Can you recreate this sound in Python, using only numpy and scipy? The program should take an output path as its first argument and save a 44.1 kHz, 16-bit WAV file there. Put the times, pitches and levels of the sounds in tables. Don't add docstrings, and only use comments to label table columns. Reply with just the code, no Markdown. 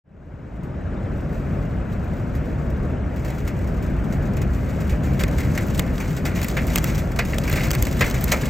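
import sys
import numpy as np
from scipy import signal
from scipy.fft import rfft, irfft, next_fast_len
from scipy.io import wavfile
from scipy.ndimage import uniform_filter1d

SR = 44100
rng = np.random.default_rng(int(sys.argv[2]) if len(sys.argv) > 2 else 0)


def materialize(psi):
    bounded = np.clip(np.atleast_2d(psi).T, -1, 1)
    quanta = np.round(bounded * 32767).astype(np.int16)
    wavfile.write(sys.argv[1], SR, quanta)


def boost_factor(decibels):
    exponent = np.asarray(decibels, float) / 20
    return 10 ** exponent


N = 374409

# (time [s], rustle level [dB])
COVERS_SHAKE = [(0, -68), (.9, -75.5), (1.4, -59), (1.85, -66), (2.02, -61.5), (2.8, -63), (3.02, -69.5),
                (3.3, -52.5), (3.9, -59.5), (4.5, -58.5), (4.8, -50.5), (5.12, -60), (5.3, -47),
                (6.22, -49.5), (6.9, -41.5), (7.15, -52), (7.55, -43.5), (8.49, -40.5)]
# (frequency [Hz], level [dB per Hz])
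FABRIC_SPECTRUM = [(1500, 1), (2800, 0.5), (4000, -2.5), (5500, -2.5), (6500, 0), (8000, -2.5),
                   (9700, -10.5), (11600, -3.5), (13500, -6.5), (15600, -2), (17000, -2.5)]
# (frequency [Hz], level [dB per Hz])
SKIN_SPECTRUM = [(200, -10), (500, 6.5), (1000, -4), (1500, -2), (2100, 2), (2600, -5), (3100, -18),
                 (4500, -19.5), (8000, -37), (16000, -91)]
# (frequency [Hz], phase [rad])
PORT_LEAD = [(0, 0), (400, -.4), (1200, -.65), (2100, 0), (3300, 1.1), (5200, .5), (5800, -.6), (6700, 0),
             (7500, -.3), (8600, -1.2), (10000, -3.14), (11500, -4.6), (13400, -6.28), (15700, -8.6)]


def evened(x):
    return x / np.sqrt(np.mean(x ** 2) + 1e-20)


def read_spectrum(points, hz):
    f, value = np.transpose(points)
    return np.interp(np.log(hz + 1), np.log(f + 1), value)


def control(rows, centre_db, level_db, follows):
    curve_db = np.interp(np.arange(N) / SR, *np.transpose(rows))
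    return boost_factor(level_db + follows * (curve_db - centre_db))


def drift(fastest_hz, t):
    total = 0
    for f in np.geomspace(2, fastest_hz, num=30):
        total = total + np.sin(2 * np.pi * (f * t + rng.random())) / np.sqrt(f)
    return evened(total)


def turbulence(shape, size, patchy_db, flicker_db, flicker_hz):
    # (frequency [Hz], likeness [0..1])
    likeness = [(40, .999), (110, .99), (200, .95), (390, .68), (620, .85), (1000, .5), (1300, .58),
                (1600, .9), (2100, .98), (16000, .97)]
    # (frequency [Hz], level difference [dB])
    port_tilt = [(60, -0.5), (300, 3.5), (520, -1.6), (900, 6.5), (1050, 0.5), (1400, 8.5), (1750, -0.5),
                 (16000, 7.5)]
    frames = 4 * N // size + 5
    hz = np.fft.rfftfreq(size, 1 / SR)
    a, b, c, d, patches = rng.standard_normal((frames, len(hz), 5)).T
    patches = uniform_filter1d(patches, size=4, axis=0)
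    patches = evened(uniform_filter1d(patches, size=8, axis=1))
    flicker = drift(flicker_hz, np.arange(frames) * size / 4 / SR)

    same = np.clip(read_spectrum(likeness, hz), 0, 1)[:, None]
    lag = np.exp(-1j * np.interp(hz, *np.transpose(PORT_LEAD)))[:, None]
    left = a + 1j * b
    right = (same * left + np.sqrt(1 - same ** 2) * (c + 1j * d)) * lag
    tilt = boost_factor(read_spectrum(port_tilt, hz) / 2)[:, None]
    level_db = read_spectrum(shape, hz)[:, None] + patchy_db * patches + flicker_db * flicker
    z = np.array([left * tilt, right / tilt]) * boost_factor(level_db)
    return evened(signal.istft(z, nperseg=size, noverlap=3 * size // 4)[1][:, :N])


def wind():
    # (time [s], buffeting level [dB])
    gale = [(0, -25), (.5, -27), (.9, -25), (1.35, -26), (1.51, -22.5), (1.66, -25), (2.8, -23),
            (3.05, -24.5), (3.33, -24.5), (4.36, -20), (4.62, -23), (5.05, -20.5), (5.71, -20), (6.04, -24),
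            (6.91, -20.5), (7.21, -23.5), (7.66, -20.5), (8.49, -22)]
    # (frequency [Hz], level [dB per Hz])
    rumble_spectrum = [(15, -59), (25, -37), (32, -14), (42, 1), (62, 3), (90, -3), (150, -2), (250, -9.5),
                       (400, -22), (1500, -100)]
    # (frequency [Hz], level [dB per Hz])
    roar_spectrum = [(150, -24.5), (280, 2), (400, -3.5), (580, -1.5), (800, -12), (1100, -14), (1550, -14),
                     (1800, -18), (2600, -25), (2900, -30), (4500, -40.5), (7800, -43.5), (9500, -53),
                     (16000, -59)]
    rumble = turbulence(rumble_spectrum, size=2048, patchy_db=0.55, flicker_db=0.43, flicker_hz=13)
    roar = turbulence(roar_spectrum, size=512, patchy_db=1.44, flicker_db=-0.13, flicker_hz=28.93)
    rumble *= boost_factor(0.63) * control(gale, centre_db=0, level_db=0, follows=1)
    roar *= control(gale, centre_db=-23, level_db=-33.5, follows=0.54)
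    return rumble + roar


def coloured(x, shape, extra_db=0):
    hz = np.fft.rfftfreq(x.shape[-1], 1 / SR)
    y = irfft(rfft(x) * boost_factor(read_spectrum(shape, hz) + extra_db), x.shape[-1])
    return y / np.std(y, axis=-1, keepdims=True)


def flutter():
    flutter_db, flutter_hz = -1.5, 8
    gain = boost_factor(flutter_db * drift(flutter_hz, np.arange(0, N, 32) / SR))
    return np.repeat(gain, 32)[:N]


def creases(per_s, spread_db):
    sizes = boost_factor(spread_db * np.minimum(rng.exponential(1, N), 3))
    return sizes * (rng.random(N) < per_s / SR)


def rustle():
    sizes = creases(per_s=60, spread_db=4.4)
    t = np.arange(4096) / SR
    cloth_puff = boost_factor(-60 * t / .045) * np.minimum(t / .0015, 1)
    skin_puff = boost_factor(-60 * t / 0.13) * np.minimum(t / 0.012, 1)
    cloth = evened(1.3 + signal.oaconvolve(sizes, cloth_puff)[:N])
    skin = evened(2.6 + signal.oaconvolve(sizes, skin_puff)[:N])
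    cloth_noise, skin_noise = rng.standard_normal((2, N))
    bright = flutter() * cloth * coloured(cloth_noise, FABRIC_SPECTRUM)
    bright *= boost_factor(3.0) * control(COVERS_SHAKE, centre_db=0, level_db=0, follows=0.99)
    drumming = flutter() * skin * coloured(skin_noise, SKIN_SPECTRUM)
    drumming *= control(COVERS_SHAKE, centre_db=-55, level_db=-48.5, follows=0.67)
    return bright + drumming


def crackle():
    tick_t60_s = 0.0089
    decay = boost_factor(-60 * np.arange(2048) / SR / tick_t60_s)
    ticks = signal.oaconvolve(creases(per_s=58, spread_db=4), decay)[:N]
    level = control(COVERS_SHAKE, centre_db=0, level_db=-3.5, follows=0.99)
    return level * ticks * coloured(rng.standard_normal(N), FABRIC_SPECTRUM)


def folds():
    # (time [s], level [dB], t60 [s])
    puffs = [(.559, -58, .08), (0.631, -50.5, .15), (1.326, -54, 0.36), (2.166, -53, .04),
             (2.3502, -46.5, 0.14), (2.7, -50, .077), (3.1603, -46.5, 0.13), (3.2466, -40.5, 0.15),
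             (3.3816, -45.5, 0.086), (3.4752, -36, 0.085), (3.5893, -48, .012), (3.6435, -51, .021),
             (3.672, -49.5, 0.18), (3.8233, -44.5, 0.14), (4.1234, -42, 0.15), (4.334, -46, 0.05),
             (4.3681, -37.5, 0.058), (4.4158, -37, 0.072), (4.5322, -46, 0.37), (4.894, -38.5, 0.19),
             (5.0328, -42.5, 0.39), (5.1308, -45.5, 0.2), (5.28, -36, .034), (5.4466, -41, .071),
             (5.6826, -42.5, 0.022), (6.6295, -53, .062), (7.1173, -39, 0.025), (7.976, -62, 0.037),
             (8.0607, -35, 0.083), (8.4104, -44, 0.032)]
    # (time [s], crack level [dB], relative slap level [dB], t60 [s])
    flaps = [(5.1918, -31.5, -0.5, 0.17), (5.3825, -34.5, 3, .045), (5.4017, -34.5, 2, 0.079),
             (5.5554, -40, 0, 0.071), (5.5755, -28, 4.5, 0.047), (5.9994, -36.5, 3, 0.14),
             (6.1643, -35.5, -7, 0.13), (6.2512, -29, 0, 0.15), (6.355, -34.5, 1, 0.22),
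             (6.4282, -30, -11, .081), (6.567, -32.5, 12, 0.077), (6.732, -35, -14, 0.11),
             (6.8575, -38, 2, 0.23), (6.898, -37, 1, 0.065), (6.9776, -34.5, -2.5, 0.11),
             (7.1597, -36.5, -7, 0.06), (7.1888, -25, 10, 0.047), (7.249, -35.5, -13, 0.075),
             (7.3422, -38, -1, 0.042), (7.4362, -34, -2, 0.074), (7.4761, -31.5, 4.5, 0.061),
             (7.5546, -31, 3, .26), (7.632, -29.5, -0.5, 0.13), (7.7309, -29, -1, .09),
             (7.867, -30, 2, 0.027), (7.925, -35, -15, 0.047), (8.0071, -23, 9.5, 0.083),
             (8.14, -32.5, 0.5, 0.14), (8.2705, -41, 7, 0.25), (8.3167, -16.5, 0, 0.082)]
    # (time [s], crack level [dB], relative slap level [dB], tilt [dB per octave])
    cracks = [(5.208, -31.5, 3, 2), (5.2365, -22.5, 0, -2), (5.6696, -36, -20, 11),
              (5.7466, -34.5, -22, -1), (5.7776, -31, -16, 2), (5.7942, -18, -5, 1), (6.4154, -30, 0, 3),
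              (6.4445, -23, -3, 7.5), (6.4846, -27, -8, 4.5), (6.6685, -32, -21, 5), (6.7582, -14.5, -3, 2),
              (6.7766, -22, -20, -2), (6.7833, -22, -8, 0), (6.842, -19, -4, 4), (7.3318, -33.5, 7, -15),
              (7.3837, -23, -13, 0.5), (7.498, -17, -4.5, 15), (7.527, -25.5, -16, -2),
              (7.5358, -21.5, -0.5, 21), (7.6686, -30, -17, 4), (7.7062, -23, -11.5, 0),
              (7.7137, -20.5, -20, 2.5), (7.7503, -21.5, -3, 3), (7.8247, -19, -18, 3.5),
              (7.8522, -30, -6, 0), (8.099, -29.5, -15, 0.5), (8.21, -28, -25, 7), (8.2413, -14, -22, 9),
              (8.2522, -24.5, -28, -20), (8.4333, -26, -1.5, -15)]
    # (time [s], level [dB])
    nips = [(5.3119, -39), (5.5194, -46), (5.98, -34), (6.4997, -34), (6.876, -36), (6.9542, -38),
            (7.5189, -35), (7.5982, -38), (7.6543, -31), (7.6835, -37), (7.7833, -36), (7.8337, -33),
            (7.959, -44), (8.1104, -28), (8.2907, -31), (8.4166, -44)]
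    rows = []
    for s, db, slap_db, tilt_db in cracks:
        t60 = 0.0076 * boost_factor(-1.17 * (db + 20.5))
        rows.append((s, db, slap_db, tilt_db, 2.0, t60))
    for s, db, slap_db, t60 in flaps:
        rise_ms = 2.6 + 15 * t60
        rows.append((s, db, slap_db, 0, rise_ms, t60))
    for s, db, t60 in puffs:
        rows.append((s, db, -0.5, 0.9, 3.0, t60))
    for s, db in nips:
        rows.append((s, db, -26, -2, 2.0, 0.027))
    return np.array(rows)


def snaps():
    s, crack_db, slap_db, tilt_db, rise_ms, t60 = folds().T[:, :, None]
    t, hz = np.arange(8192) / SR, np.fft.rfftfreq(8192, 1 / SR)
    cloth_noise, skin_noise, ragged, uneven = rng.standard_normal((len(s), 4, 8192)).transpose(1, 0, 2)
    rise, t60 = np.clip(rise_ms - 1.4, .3, 40) / 1000, np.clip(t60, .008, .4)
    after = np.maximum(t - rise, 0)

    uneven = evened(uniform_filter1d(uneven[:, :len(hz)], size=120))
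    crack_tilt_db = tilt_db * np.log2((hz + 100) / 7000)
    crack = coloured(cloth_noise, FABRIC_SPECTRUM, crack_tilt_db + uneven)
    taut = np.sqrt(1 + 0.044 / t60) * boost_factor(-60 * after / t60)
    shiver = 0.069 * boost_factor(-60 * after / 0.068)
    crack *= boost_factor(crack_db) * np.minimum(t / rise, 1) * (taut + shiver)

    ragged_db = 3.2 * evened(uniform_filter1d(ragged, size=140))
    ragged = boost_factor(ragged_db * np.minimum(t / .03, 1) ** 2)
    brief = t60 < .03
    deep_db = np.clip(2.2 * (crack_db + 20) - 20 * brief, -8, 1)
    deep_db = deep_db / (1 + (hz / 1300) ** 4)
    slap = coloured(skin_noise, SKIN_SPECTRUM, uneven[::-1] / 2 + deep_db)
    slap *= ragged * np.minimum(t / (rise + 0.00059), 1)
    slap *= boost_factor(crack_db + slap_db - 60 * after / (0.03 + 1.77 * t60))

    out = np.zeros(N + len(t))
    np.add.at(out, (s * SR).astype(int) + np.arange(len(t)), crack + slap)
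    return out[:N]


def ports(x):
    size = next_fast_len(N)
    lead = np.interp(np.fft.rfftfreq(size, 1 / SR), *np.transpose(PORT_LEAD))
    turn = np.exp(.5j * lead)
    return irfft(rfft(x, size) * [turn, 1 / turn], size)[:, :N]


def scene():
    fade_start_s, fade_s = 0.038, 1.02
    fade = np.clip((np.arange(N) / SR - fade_start_s) / fade_s, 0, 1)
    covers = rustle() + crackle() + snaps()
    return fade * (wind() + ports(covers))


def thin_stereo(x):
    # (frequency [Hz], shortfall [dB])
    dropout = [(1800, 40), (2200, 19), (5000, 15), (6000, 15), (7000, 11), (9000, 4.5), (11000, 5),
               (14000, 7), (16000, 12)]
    hz, _, z = signal.stft([x[0] + x[1], x[0] - x[1]], SR, nperseg=512, noverlap=384)
    roughness = .7 * (hz > 2600)[:, None] * np.exp(2j * np.pi * rng.random(z.shape))
    z = z / 2 * (1 + roughness)

    power = uniform_filter1d(abs(z) ** 2, size=6, axis=1)
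    power = abs(uniform_filter1d(power, size=12, axis=2, origin=-4))
    level_db = 10 * np.log10(power + 1e-20)
    treble_db = level_db[:, hz > 3000].mean((0, 1))
    burst_db = np.maximum(treble_db - uniform_filter1d(treble_db, size=60) - 1.5, 0)
    whim_db = 3.5 * uniform_filter1d(rng.standard_normal(z.shape), size=3, axis=1)
    short_db = level_db[::-1] - level_db + whim_db - 2.5 * burst_db
    short_db = short_db - read_spectrum(dropout, hz)[:, None]

    band = np.minimum(np.arange(len(hz)) // 4 * 4 + 2, len(hz) - 1)
    block = np.arange(z.shape[2]) // 8 * 8
    dropped = short_db[:, band][:, :, block] > 0
    z *= np.where(dropped, boost_factor(-45), 1)
    z *= np.where(hz > 15850, boost_factor(-37), 1)[:, None]
    mid, side = signal.istft(z, SR, nperseg=512, noverlap=384)[1][:, :N]
    return np.array([mid + side, mid - side])


def band_limit(x):
    return signal.sosfilt(signal.butter(12, 16810, fs=SR, output="sos"), x)


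def record(dry):
    ceiling = .9
    rounded = dry / (1 + (dry / ceiling) ** 4) ** .25
    low_cut = signal.butter(4, 36, "high", fs=SR, output="sos")
    mix = signal.sosfilt(low_cut, thin_stereo(rounded))
    return band_limit(mix)


dry = scene()
out = record(dry)
materialize(out)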